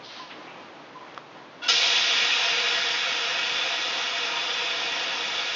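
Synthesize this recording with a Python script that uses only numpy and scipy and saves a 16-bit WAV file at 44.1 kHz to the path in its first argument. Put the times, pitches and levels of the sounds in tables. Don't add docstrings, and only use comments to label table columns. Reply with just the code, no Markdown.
import sys
import numpy as np
from scipy import signal
from scipy.fft import rfft, irfft, next_fast_len
from scipy.io import wavfile
from scipy.ndimage import uniform_filter1d, map_coordinates

SR = 44100
rng = np.random.default_rng(int(sys.argv[2]) if len(sys.argv) > 2 else 0)


def to_wav(s):
    ch = np.atleast_2d(s).T
    pcm = np.round(np.clip(ch, -1, 1) * 32767)
    wavfile.write(sys.argv[1], SR, pcm.astype(np.int16))


N = 244755

# frequency in Hz, relative level in dB.
AIR_COLOUR = [(60, -65), (250, -23.5), (400, -21), (480, -11), (1000, -5), (2000, -7.5), (3300, -1),
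              (4200, -9), (5300, -11.5), (6300, -17.5), (7000, -24), (7650, -46), (8200, -78.5)]
# centre in Hz, width in Hz, gain in dB.
HOSE_RESONANCES = [(470.3, 22, 11), (513, 65, 7.5), (606, 65, -17.5), (679, 43, 10), (747, 28, 6.5),
                   (940, 24, 7.5), (1123, 55, -19.5), (1288, 166, 3.5), (1418, 45, 8), (1603, 29, -7.5),
                   (1621, 32, 10.5), (1687, 37, 7), (1830, 48, 7.5), (1927, 55, 9), (2254, 100, 7),
                   (2409, 42, 8.5), (2524, 66, 8), (2540, 15, 4.5), (2802, 190, 4.0), (2913, 39, 3),
                   (3060, 81, -4), (3450, 49, 5.5), (3784, 55, 6.5), (3924, 91, 5), (4470, 47, 6),
                   (4890, 290, 5.5), (5396, 350, 6), (5560, 80, -5.5), (5860, 180, 6), (6360, 120, 6.5)]
# time in seconds, gain in dB.
AIR_FLOW = [(1.72, -28), (2.15, -28), (2.42, -27), (2.7, -27.5), (3.1, -28.5), (3.5, -28.5), (5.5, -29.5)]
# time of the peak in seconds, level in dB.
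WHISTLE_FLARES = [(2.12, -36), (3.59, -32.5), (4.689, -36.5), (5.385, -37.5)]
# centre in Hz, width in Hz, relative level in dB.
SLIT_RESONANCES = [(710, 21, -8.5), (1004, 31, -9), (1450, 36, -3), (2270, 77, -15), (2726, 31, 1),
                   (3350, 36, -3), (4690, 27, -23)]
# frequency in Hz, level in dB, 60 dB decay time in seconds.
PIPE_MODES = [(484, -39, 0.17), (700, -37, 0.13), (1360, -26.5, 0.16), (1610, -33, .1), (1980, -33.5, .1),
              (2330, -38, .08), (2900, -23, .1), (3030, -24, .1), (3730, -28, .07), (3750, -36, .07),
              (5050, -23, .08), (5400, -32, 0.072), (6100, -37, .12), (6200, -31.5, .15),
              (6670, -34.5, 0.102)]
# start, hold and 60 dB decay time in seconds, level in dB,
# centre in Hz, width in octaves.
AIR_SPITS = [(0.023, 0.17, .75, -45, 3680, 0.42), (0.083, 0.12, 0.72, -47.5, 1800, 1),
             (0.289, 0.035, 0.21, -41.5, 2000, 0.63), (0.462, 0.027, 0.72, -48, 2520, .2),
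             (1.056, 0.055, .4, -52, 1680, 0.7), (1.619, 0.054, .05, -38.5, 3080, .8)]
# start in seconds, level in dB, brightness in dB per octave.
HANDLE_CONTACTS = [(1.146, -48, 10), (1.1767, -16.5, -14), (1.1782, -35, 6.5), (1.182, -29, -12)]
# frequency in Hz, relative level in dB, 60 dB decay time in seconds.
HANDLE_MODES = [(1190, -0.5, 0.0064), (3350, -1.5, .004), (5100, -8, .002)]
# start in seconds, twice the hold time in seconds, level in dB.
DISTANT_HOOTS = [(0.19, 0.037, -39.5), (0.385, .04, -48), (0.565, .04, -48.5), (0.946, .056, -42),
                 (0.993, 0.087, -47), (1.407, .02, -50)]
# frequency in Hz, relative level in dB.
RUMBLE_COLOUR = [(25, -31.5), (55, -26.5), (100, -15.5), (140, -5.5), (200, -7.5), (310, 0), (400, -4.5),
                 (500, -2), (1030, -3), (1500, -8), (3400, -14), (6400, -27), (7300, -41.5), (8000, -66.5)]

OPEN_S, OPEN_RISE_S = 1.678, .01


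def air_jet(surge_db=9, drain_s=0.85, edge_start_hz=4030, edge_end_hz=1360, sink_s=0.64):
    hz, frame_s, spectrum = signal.stft(noise(hose_colour), SR, nperseg=256)
    age = np.maximum(frame_s - OPEN_S, 0)
    lift_db = surge_db * np.exp(-age / drain_s)
    edge_hz = edge_end_hz + (edge_start_hz - edge_end_hz) * np.exp(-age / sink_s)
    ratio = (hz[:, None] / edge_hz) ** 2
    treble_shelf = ratio / np.sqrt((1 - ratio) ** 2 + 0.79 * ratio)
    eddies = uniform_filter1d(rng.standard_normal(spectrum.shape), size=3, axis=0)
    eddies = uniform_filter1d(eddies, size=18, axis=1)
    gain = amp(lift_db * treble_shelf + 0.82 * unit(eddies))
    jet = signal.istft(spectrum * gain, SR, nperseg=256)[1][:N]
    flow_db = np.interp(clock(), *np.transpose(AIR_FLOW))
    return jet * cock_opening() * amp(flow_db)


def hose_colour(hz):
    carving_db = sum(db * 2 ** -(2 * (hz - centre) / width) ** 2
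                     for centre, width, db in HOSE_RESONANCES)
    return amp(along(AIR_COLOUR, hz) + carving_db)


def cock_opening():
    return np.clip((clock() - OPEN_S) / OPEN_RISE_S, 0, 1)


def edge_whistle(centre_hz=3495, width_hz=65, level_db=-39, waver_db=1.5, flare_s=0.026):
    flares = sum(amp(db) * np.exp(-.5 * ((clock() - peak) / flare_s) ** 2)
                 for peak, db in WHISTLE_FLARES)
    level = cock_opening() * amp(level_db + waver_db * wobble(8)) + flares
    return level * noise(lambda hz: 1 / (1 + ((hz - centre_hz) / width_hz) ** 2))


def opening_blast():
    slit = noise(lambda hz: resonances(SLIT_RESONANCES, hz))
    slit *= gate(1.616, rise=0.013, hold=0.057, t60=0.031)
    thump = np.sin(2 * np.pi * 70 * (clock() - 1.684)) * gate(1.684, rise=.002, hold=0.0019, t60=.03)
    ring = np.zeros(N)
    for hz, db, t60 in PIPE_MODES:
        tone = np.sin(2 * np.pi * hz * clock() + wobble(70))
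        ring += amp(db) * tone * gate(1.683, rise=0.0059, hold=0.02, t60=t60)
    return amp(-33) * muffled(slit, corner_hz=5900) + amp(-48) * thump + ring


def air_spits():
    spits = np.zeros(N)
    for start, hold, t60, db, centre_hz, octaves in AIR_SPITS:
        hiss = noise(lambda hz: np.exp(-.5 * (np.log2((hz + 1) / centre_hz) / octaves) ** 2))
        spits += amp(db) * hiss * gate(start, rise=0.022, hold=hold, t60=t60)
    return muffled(spits, corner_hz=6200)


def handle_clicks():
    lowest_hz = HANDLE_MODES[0][0]
    clicks = np.zeros(N)
    for start, db, brightness in HANDLE_CONTACTS:
        for hz, mode_db, t60 in HANDLE_MODES:
            level = amp(db + mode_db + brightness * np.log2(hz / lowest_hz))
            tone = np.sin(2 * np.pi * hz * (clock() - start))
            clicks += level * tone * gate(start, rise=0.00042, hold=.0002, t60=t60)
    return muffled(clicks, corner_hz=6500)


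def close_echoes(x, level_db=-14, nearest_s=.008, farthest_s=.026, corner_hz=2800, count=10):
    delays = rng.uniform(nearest_s, farthest_s, count)
    echoes = lambda hz: sum(np.exp(-2j * np.pi * hz * delay) for delay in delays) / np.sqrt(count)
    return filtered(x, lambda hz: 1 + amp(level_db) * echoes(hz) * hz / np.hypot(hz, corner_hz))


def distant_hoots(pitch_hz=1010):
    hoots = np.zeros(N)
    for start, length, db in DISTANT_HOOTS:
        tone = np.sin(2 * np.pi * pitch_hz * clock() + 0.91 * wobble(90))
        hoots += amp(db) * unit(tone) * gate(start, rise=0.012, hold=length / 2, t60=0.21)
    return hoots


def outdoor_rumble(level_db=-44.5, waver_db=1.6):
    return amp(level_db + waver_db * wobble(11)) * noise(lambda hz: amp(along(RUMBLE_COLOUR, hz)))


def amp(db):
    return 10 ** (np.asarray(db) / 20)


def unit(x):
    return x / np.sqrt(np.mean(x ** 2) + 1e-20)


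def clock():
    return np.arange(N) / SR


def along(points, hz):
    point_hz, db = np.transpose(points)
    return np.interp(np.log(hz + 1), np.log(point_hz + 1), db)


def wobble(rate):
    return map_coordinates(rng.standard_normal(int(N * rate / SR) + 4), [clock() * rate])


def filtered(x, response):
    size = next_fast_len(N + SR // 2)
    return irfft(rfft(x, size) * response(np.fft.rfftfreq(size, 1 / SR)), size)[:N]


def muffled(x, corner_hz, order=15):
    return filtered(x, lambda hz: 1 / np.sqrt(1 + (hz / corner_hz) ** (2 * order)))


def noise(response):
    return unit(filtered(rng.standard_normal(N), response))


def resonances(modes, hz):
    return sum(amp(db) * 1j * hz * width / (centre ** 2 - hz ** 2 + 1j * hz * width)
               for centre, width, db in modes)


def gate(start, rise, hold, t60):
    age = clock() - start
    return np.clip(age / rise, 0, 1) * amp(-60 * np.maximum(age - hold, 0) / t60)


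def scene():
    brake = air_jet() + edge_whistle() + opening_blast() + air_spits() + handle_clicks()
    outdoors = distant_hoots() + outdoor_rumble()
    mono = close_echoes(brake) + outdoors
    return np.array([mono, mono])


def record(dry, low_cut_hz=60, top_hz=7750):
    thinned = signal.sosfilt(signal.butter(2, low_cut_hz, "high", fs=SR, output="sos"), dry)
    return np.array([muffled(channel, top_hz, order=80) for channel in thinned])


dry = scene()
out = record(dry)
to_wav(out)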